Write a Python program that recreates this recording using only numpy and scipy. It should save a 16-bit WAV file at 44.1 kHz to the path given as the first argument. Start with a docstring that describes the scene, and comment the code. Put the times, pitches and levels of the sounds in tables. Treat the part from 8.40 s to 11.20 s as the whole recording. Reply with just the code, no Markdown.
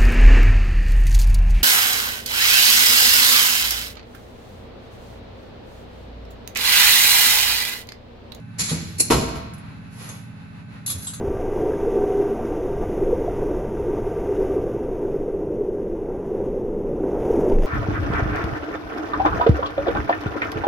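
"""A pneumatic spot welder runs one cycle in a hard workshop, straight ahead of the microphone.
A compressor throbs throughout. Air hisses in, the electrode clamps with a thump and the weld spits;
then the arm slams back as the air vents, the base shudders and loose parts rattle.
Another valve hisses across the shop. Last, close by, the wire rack is shifted and jangles in its jig."""
import sys
import numpy as np
from scipy import signal
from scipy.fft import rfft, irfft
from scipy.io import wavfile

SR = 44100
rng = np.random.default_rng(int(sys.argv[2]) if len(sys.argv) > 2 else 0)


def put_to_file(sound):
    """Save the sound as 16-bit audio at rate SR, in the file named by the first command-line argument."""
    columns = np.atleast_2d(sound).T  # one column per channel
    safe = np.clip(columns, -1, 1)
    whole_steps = np.round(safe * 32767)
    wavfile.write(sys.argv[1], SR, whole_steps.astype(np.int16))


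N = 123479


# bursts of spatter: start_s, rise_s, hold_s, fall_db_per_s, level_db
WELD_SPITS = [(.581, 0.004, 0.0042, 600.5, -27.5), (.5955, 0.008, .003, 794.5, -10),
              (.615, .003, .003, 398.5, -30.5)]
# spectrum of the crackle: freq_hz, gain_db
SPATTER_SPECTRUM = [(60, -18), (280, -2), (700, -2.5), (1600, -8), (2250, 6), (2750, 6.5), (3050, -12),
                    (3650, -18.5), (4200, 4.5), (5800, 6), (7400, 16), (9000, 8.5), (10800, 3),
                    (13000, -11)]
# resonances of the clamped wire: pitch_hz, width_hz, level_db
CLAMPED_WIRE_RINGS = [(287, 75, -13.5), (4250, 210, -14), (5480, 120, -23.5), (7730, 130, -14),
                      (9280, 240, -0.5), (10700, 130, -13), (10450, 130, -10.5)]

def weld(sparks_per_s=14000, spread_db=1.5):
    """Molten steel spits from the joint as a dense crackle that rings the clamped wire."""
    fired = rng.random(N) < sparks_per_s / SR
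    strength = amp(spread_db * np.minimum(rng.exponential(1, N), 3))
    sparks = fired * strength * rng.standard_normal((2, N))
    rings = sum(amp(db) * evened(signal.lfilter(*signal.iirpeak(hz, hz / width, SR), sparks))
                for hz, width, db in CLAMPED_WIRE_RINGS)
    return evened(colour(sparks, SPATTER_SPECTRUM) + rings) * swell(WELD_SPITS)


# knocks as the valve opens and the electrode closes: start_s, level_db
CLAMP_HITS = [(0.193, -4.5), (0.305, -8), (0.314, 0.5), (0.344, -12)]
# spectrum of each knock: freq_hz, gain_db
CLAMP_SPECTRUM = [(30, -9), (80, 3.5), (200, 9), (450, -7.5), (800, -9.5), (1200, -11), (3000, -22),
                  (12000, -46.5)]
# boom of the arm: pitch_hz, level_db, t60_s
ARM_MODES = [(86, -30.5, 0.94), (164.3, -19, 0.62), (216, -30, 0.46), (257.7, -32.5, 0.53),
             (325, -37, 0.61), (470, -33.5, 0.3)]

def clamp():
    """The electrode lands on the wire; the arm booms from the hardest knock."""
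    out = np.zeros((2, N))
    for start_s, db in CLAMP_HITS:
        add(out, start_s, amp(db) * thud(CLAMP_SPECTRUM, db=-26, t60=0.35))
    add(out, loudest_time(CLAMP_HITS), ring(ARM_MODES, rise_s=0.0015))
    return out


# the arm hitting its stop: start_s, level_db
SLAM_HITS = [(0.702, -2), (0.7073, 2.5), (0.7149, -1), (0.722, -1), (0.738, -11.5), (0.753, -18)]
# spectrum of the struck frame: freq_hz, gain_db
FRAME_SPECTRUM = [(25, -18.5), (60, -9), (150, -1.5), (350, 1), (550, 0), (750, -3), (1100, -2.5),
                  (1700, -12.5), (2700, -11), (4500, -15), (7000, -19.5), (12000, -22)]
# ring of the frame: pitch_hz, level_db, t60_s
FRAME_RING = [(249, -20.5, 0.52), (336, -26, 0.28), (402, -32, 0.21), (440, -15.5, 0.123), (493, -24, 0.4),
              (562, -29, 0.16), (683, -27, 1), (947, -17, 0.2), (1070, -30, 0.28), (1160, -38, 0.36),
              (1336, -19.5, 0.23)]
# spectrum of the shuddering base: freq_hz, gain_db
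SHUDDER_SPECTRUM = [(25, -17), (45, -4.5), (62, 16), (85, 4.5), (150, 10), (300, -3), (700, -5.5),
                    (1200, -12), (2500, -35)]
# low ring of the base: pitch_hz, level_db, t60_s
BASE_RING = [(76.9, -23.5, 0.6), (146.35, -23, 1.04), (198.5, -32, 1.14)]

def slam(shudder_s=0.733):
    """The arm bounces on its stop and rings the frame; then the base shudders."""
    out = np.zeros((2, N))
    for start_s, db in SLAM_HITS:
        add(out, start_s, amp(db) * thud(FRAME_SPECTRUM, db=-14.5, t60=0.19))
    add(out, loudest_time(SLAM_HITS), ring(FRAME_RING, rise_s=0.0012))
    add(out, shudder_s, ring(BASE_RING, rise_s=0.006) + thud(SHUDDER_SPECTRUM, db=-21, t60=0.62))
    return out


# loose parts striking: start_s, level_db
RATTLE_HITS = [(.783, 8.5), (.815, -0.5), (.885, -5), (.956, -0.5)]
# their ring: pitch_hz, level_db, t60_s
LOOSE_PART_MODES = [(432.5, -42.5, 0.3), (643, -33.5, .26), (945, -39.5, 0.23), (1071, -40, 0.23)]

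def rattle(flutter_db=3):
    """Loose parts on the welder rattle unevenly after the slam."""
    out = np.zeros((2, N))
    for start_s, db in RATTLE_HITS:
        clank = ring(detuned(LOOSE_PART_MODES), rise_s=0.0017)
        add(out, start_s, amp(db) * (clank + thud(FRAME_SPECTRUM, db=-31, t60=0.19)))
    return out * amp(flutter_db * drift(55))


# air through the welder's valve: start_s, rise_s, hold_s, fall_db_per_s, level_db
VALVE_PUFFS = [(.182, 0.0068, 0.0048, 296.5, -31), (.1915, 0.0021, 0.015, 282.5, -22),
               (.225, 0.015, 0.08, 130.5, -32), (.705, 0.0027, 0.0067, 127.5, -25)]
# the hiss from close by: freq_hz, gain_db
VALVE_SPECTRUM = [(100, -26.5), (500, -16), (1000, -10.5), (2300, 0.5), (3000, -4.5), (4100, 1), (5400, -1),
                  (7500, 5.5), (9000, -6), (11200, -0.5), (12500, -27.5)]

def valve(flutter_db=1):
    """Air rushes into the cylinder, and out again on release."""
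    return noise(VALVE_SPECTRUM, N) * swell(VALVE_PUFFS) * amp(flutter_db * drift(140))


# wire against the jig: start_s, level_db, chatter_s, tilt_db_per_octave
RACK_KNOCKS = [(.289, -1, 0.024, -6.5), (1.137, -22.5, 0.0034, 1), (1.181, -30.5, 0.0028, 9),
               (1.69, -15.5, 0.0087, -5), (2.4621, 1.5, 0.017, 2), (2.478, -2, 0.014, -1),
               (2.497, 0.5, 0.014, -1.5), (2.51, -4, 0.013, -1.5), (2.576, -11.5, 0.067, 5.5),
               (2.62, -8, 0.068, 0), (2.668, -7.5, 0.02, -5), (2.735, -10, 0.025, -4),
               (2.764, -24, 0.03, -6)]
# spectrum of the struck grid: freq_hz, gain_db
WIRE_SPECTRUM = [(100, -16.5), (400, -24), (800, -12.5), (1250, -3.5), (1900, -12.5), (3000, -14.5),
                 (3650, -4.5), (5400, -9.5), (7500, -0.5), (9500, 0), (11200, 1), (13000, -21)]
# its clearest wires: pitch_hz, level_db, t60_s
WIRE_RING = [(3450, -40.5, 0.064), (3930, -39.5, 0.14), (4650, -40, .1), (6440, -36.5, 0.42),
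             (7400, -43, .13), (7780, -37, .12), (10030, -44.5, 0.12), (10400, -38.5, 0.16),
             (10400, -37, 0.16), (11250, -34.5, 0.15)]
# single free wires: start_s, pitch_hz, level_db, t60_s
WIRE_PINGS = [(1.69, 6250, -40, 0.13), (1.693, 6590, -39, 0.19), (2.669, 7650, -26, 0.28),
              (2.670, 3490, -38, 0.1), (2.672, 3830, -39.5, 0.13)]

def rack(contacts_per_s=1400):
    """Close to the microphone, each knock is a first contact and a quick chatter that rings the wires."""
    out = np.zeros((2, N))
    t = np.arange(SR // 8) / SR
    for start_s, db, chatter_s, tilt_db in RACK_KNOCKS:
        touching = rng.random(len(t)) < contacts_per_s / SR
        contacts = touching * rng.standard_normal(len(t)) * np.exp(-t / chatter_s)
        contacts[0] = 0.8  # the firm first contact
        contacts /= np.linalg.norm(contacts)
        wires = thud(WIRE_SPECTRUM, db=-19, t60=0.02, tilt_db=tilt_db)
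        wires += ring(detuned(WIRE_RING), tilt_db)
        grid = lesser_wires()
        add(wires, 0, np.std(grid) * colour(grid, [(1, 0)], tilt_db))  # tilt only, level kept
        add(out, start_s, amp(db) * signal.fftconvolve(wires, contacts[None], axes=1))
    for start_s, *mode in WIRE_PINGS:
        add(out, start_s, ring([mode]))
    return out


def lesser_wires(count=70, db=-23.5, t60=0.12):
    """The grid's many weaker modes, scattered through the treble."""
    t = np.arange(SR // 3) / SR
    tones = sum(amp(read(WIRE_SPECTRUM, hz)) * np.sin(2 * np.pi * (hz * t + rng.random((2, 1))))
                for hz in rng.uniform(2500, 12000, count))
    return evened(tones) * amp(db - 60 * t / t60)


# the jig shifting: start_s, rise_s, hold_s, fall_db_per_s, level_db
JIG_SHIFTS = [(.44, .04, 0.025, 49, -39.5), (2.47, 0.065, 0.018, 111, -33)]
# spectrum of its bump: freq_hz, gain_db
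JIG_SPECTRUM = [(25, -43.5), (55, -21.5), (85, 5), (120, -21.5), (300, -22), (1000, -35.5)]

def jig_bump():
    """The heavy jig settles on the lap with a soft low push."""
    return noise(JIG_SPECTRUM, N) * swell(JIG_SHIFTS)


# a valve across the shop: time_s, level_db
FAR_VALVE_LEVELS = [(1.469, -87), (1.528, -51.5), (1.57, -49.5), (1.61, -40), (1.70, -41), (1.76, -45.5),
                    (1.85, -56), (2.0, -80)]
# the hiss from that distance: freq_hz, gain_db
FAR_VALVE_SPECTRUM = [(150, -4.5), (350, 2), (700, 3.5), (1200, 3.5), (2500, 0), (4500, -4.5), (7000, -6),
                      (11000, -3), (13000, -22.5)]

def far_valve():
    """A distant blow of air, smoothed by the room."""
    level_db = np.interp(np.arange(N) / SR, *np.transpose(FAR_VALVE_LEVELS), left=-120, right=-120)
    return noise(FAR_VALVE_SPECTRUM, N) * amp(level_db)


# compressor throb: shaft_multiple, level_db
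SHAFT_ORDERS = [(4, -29), (6, -11), (7, -5.5), (8, -1.5), (9, -29), (10, -6.5), (11, -5.5), (12, -4.5),
                (13, -7), (14, -18), (15, -6), (18, -11), (19, -15)]
# motor hum and faint whines: pitch_hz, level_db
MOTOR_TONES = [(118.6, -50.5), (420, -67), (597, -64.5), (829, -62), (1529, -61), (2627, -63.5)]

def compressor(shaft_hz=14.52, wander=0.001, throb_db=-43, waver_hz=6):
    """Behind the work, a slow shaft throbs at multiples of its speed and the motor whines."""
    turns = np.cumsum(shaft_hz * (1 + wander * drift(3.17))) / SR
    throb = sum(amp(db) * np.sin(2 * np.pi * (k * turns + mid_side_phase())) for k, db in SHAFT_ORDERS)
    whine = np.zeros((2, N))
    for hz, db in MOTOR_TONES:
        cycles = np.cumsum(hz + waver_hz * drift(25.1)) / SR
        whine += amp(db) * np.sin(2 * np.pi * (cycles + rng.random((2, 1))))
    return np.sqrt(2) * (amp(throb_db) * throb + whine)


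# room tone of the workshop: freq_hz, gain_db
SHOP_SPECTRUM = [(20, -25.5), (55, -5), (100, -7), (165, -3.5), (215, -5.5), (245, -6), (275, -4.5),
                 (340, -19), (700, -16), (1500, -15.5), (2600, -20), (3200, -28), (4000, -24.5),
                 (5500, -36.5), (10000, -38.5), (13000, -49)]

def shop_air(db=-47, waver_db=2):
    """The air of the shop, a low wavering rush all around the microphone."""
    return noise(SHOP_SPECTRUM, N) * amp(db + waver_db * drift(6.7))


# reverberation of the workshop: freq_hz, t60_s
SHOP_DECAY = [(100, 1.7), (500, 0.77), (1500, 1.31), (4000, 1), (8000, 0.43), (12000, 0.43)]

def room(x, build_s=0.0043):
    """The workshop's diffuse tail, the high treble dying first."""
    hz, t, bands = signal.stft(rng.standard_normal((2, SR)), SR, nperseg=256)
    envelope = amp(-60 * t / read(SHOP_DECAY, hz)[:, None]) * (1 - np.exp(-t / build_s))
    tail = signal.istft(bands * envelope, SR, nperseg=256)[1]
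    return signal.fftconvolve(x, tail / np.linalg.norm(tail[0]), axes=1)[:, :N]


def treble_ripple(x, ripple_db=4, spacing_hz=110.5):
    """A fixed random ripple colours the treble with small peaks and notches, trailing each attack."""
    hz = abs(np.fft.fftfreq(N, 1 / SR))
    knots = np.arange(0, SR / 2, spacing_hz)
    ripple = np.interp(hz, knots, rng.standard_normal(len(knots)).clip(-2, 0.6))
    treble = np.clip(hz / 1500 - 0.5, 0, 1)
    log_gain = np.log(amp(ripple_db * ripple * treble))
    minimum_phase = np.exp(np.conj(signal.hilbert(log_gain)))[:N // 2 + 1]
    return irfft(rfft(x) * minimum_phase, N)


def thud(spectrum, db, t60, tilt_db=0):
    """The crowd of short-lived modes of a struck body, as decaying noise."""
    t = np.arange(SR) / SR
    return noise(spectrum, tilt_db=tilt_db) * amp(db - 60 * t / t60)


def ring(modes, tilt_db=0, rise_s=0.00039):
    """The clear modes of a struck body, in random phase."""
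    t = np.arange(SR) / SR
    tones = sum(amp(db + tilt_db * octaves(hz) - 60 * t / t60)
                * np.sin(2 * np.pi * (hz * t + mid_side_phase())) for hz, db, t60 in modes)
    return tones * (1 - np.exp(-t / rise_s))


def detuned(modes, spread=0.0076):
    """Each contact lands elsewhere, so the modes shift in pitch."""
    shifts = spread * rng.standard_normal(len(modes)).clip(-2, 2)
    return [(hz * (1 + shift), db, t60) for (hz, db, t60), shift in zip(modes, shifts)]


def loudest_time(hits):
    """Start of the hardest hit."""
    return max(hits, key=lambda hit: hit[1])[0]


def mid_side_phase():
    """Random phases in turns for mid and side, about a quarter turn apart."""
    mid = rng.random()
    offset = rng.choice([-1, 1]) * (1 + 0.2 * rng.standard_normal()) / 4
    return np.array([[mid], [mid + offset]])


def swell(bursts):
    """Envelope of a run of bursts that rise, hold and fall, summed in power."""
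    t = np.arange(N) / SR
    power = np.zeros(N)
    for start_s, rise_s, hold_s, fall, db in bursts:
        attack = np.clip((t - start_s) / rise_s, 0, 1)
        falling_s = np.maximum(t - start_s - rise_s - hold_s, 0)
        power += (attack * amp(db - fall * falling_s)) ** 2
    return np.sqrt(power)


def drift(rate_hz):
    """A smooth random wander at unit rms."""
    hz = np.fft.rfftfreq(N, 1 / SR)
    return evened(irfft(rfft(rng.standard_normal(N)) * np.exp(-(hz / rate_hz) ** 2), N))


def noise(spectrum, size=SR, tilt_db=0):
    """Two unrelated channels of coloured noise."""
    return colour(rng.standard_normal((2, size)), spectrum, tilt_db)


def colour(x, spectrum, tilt_db=0):
    """Gives a signal a spectrum, tilted per octave, at unit rms."""
    hz = np.fft.rfftfreq(x.shape[-1], 1 / SR)
    gain = amp(read(spectrum, hz) + tilt_db * octaves(hz))
    return evened(irfft(rfft(x) * gain, x.shape[-1]))


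def octaves(hz):
    """Octaves from 7 kHz, flat below 2 kHz."""
    return np.log2(np.maximum(hz, 2000) / 7000)


def read(points, hz):
    """Reads a table on a log-frequency axis."""
    knots_hz, values = np.transpose(points)
    return np.interp(np.log(hz + 1), np.log(knots_hz + 1), values)


def amp(db):
    """Decibels to gain."""
    return 10 ** (np.asarray(db) / 20)


def evened(x):
    """Scales to an rms of one."""
    return x / np.sqrt(np.mean(x ** 2) + 1e-20)


def add(mix, start_s, sound):
    """Mixes a two-channel sound in at a time."""
    part = mix[:, round(start_s * SR):][:, :sound.shape[1]]
    part += sound[:, :part.shape[1]]


def scene():
    """Mid and side: welder straight ahead and rack close by, both echoing over the shop's background."""
    blows = (clamp() + slam() + rattle()) * amp([[0], [-4.5]])  # less side: they come from ahead
    near = [(valve(), -4.5), (weld(), -8), (blows, -10.5), (rack(), -12.5)]  # sound, room_send_db
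    direct = sum(sound for sound, _ in near)
    echo = room(sum(sound[:1] * amp(send_db) for sound, send_db in near))
    return treble_ripple(direct + echo + far_valve()) + jig_bump() + compressor() + shop_air()


# stereo width by frequency: freq_hz, side_over_mid_db
STEREO_WIDTH = [(40, -17.5), (170, -10), (350, -8), (650, 2.5), (1200, 0), (2600, 0), (5600, 0), (7400, 1),
                (8700, 32), (9600, 1), (10300, -12.5), (12000, -26)]

def record(dry, ceiling=0.85, cutoff_hz=12150):
    """Nearly mono bass and top, wide middle, out of phase near 8.7 kHz; soft overload and a low-pass."""
    width = amp(read(STEREO_WIDTH, np.fft.rfftfreq(N, 1 / SR)))
    mid, side = rfft(dry) / np.sqrt(1 + width ** 2)
    stereo = irfft(np.array([mid + width * side, mid - width * side]), N)
    stereo *= amp([[-0.3], [0.3]])  # leaning slightly right
    stereo /= (1 + (stereo / ceiling) ** 6) ** (1 / 6)
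    low_pass = signal.firwin(255, cutoff_hz, window=("kaiser", 9), fs=SR)
    return signal.oaconvolve(stereo, low_pass[None], "same")


dry = scene()
out = record(dry)
put_to_file(out)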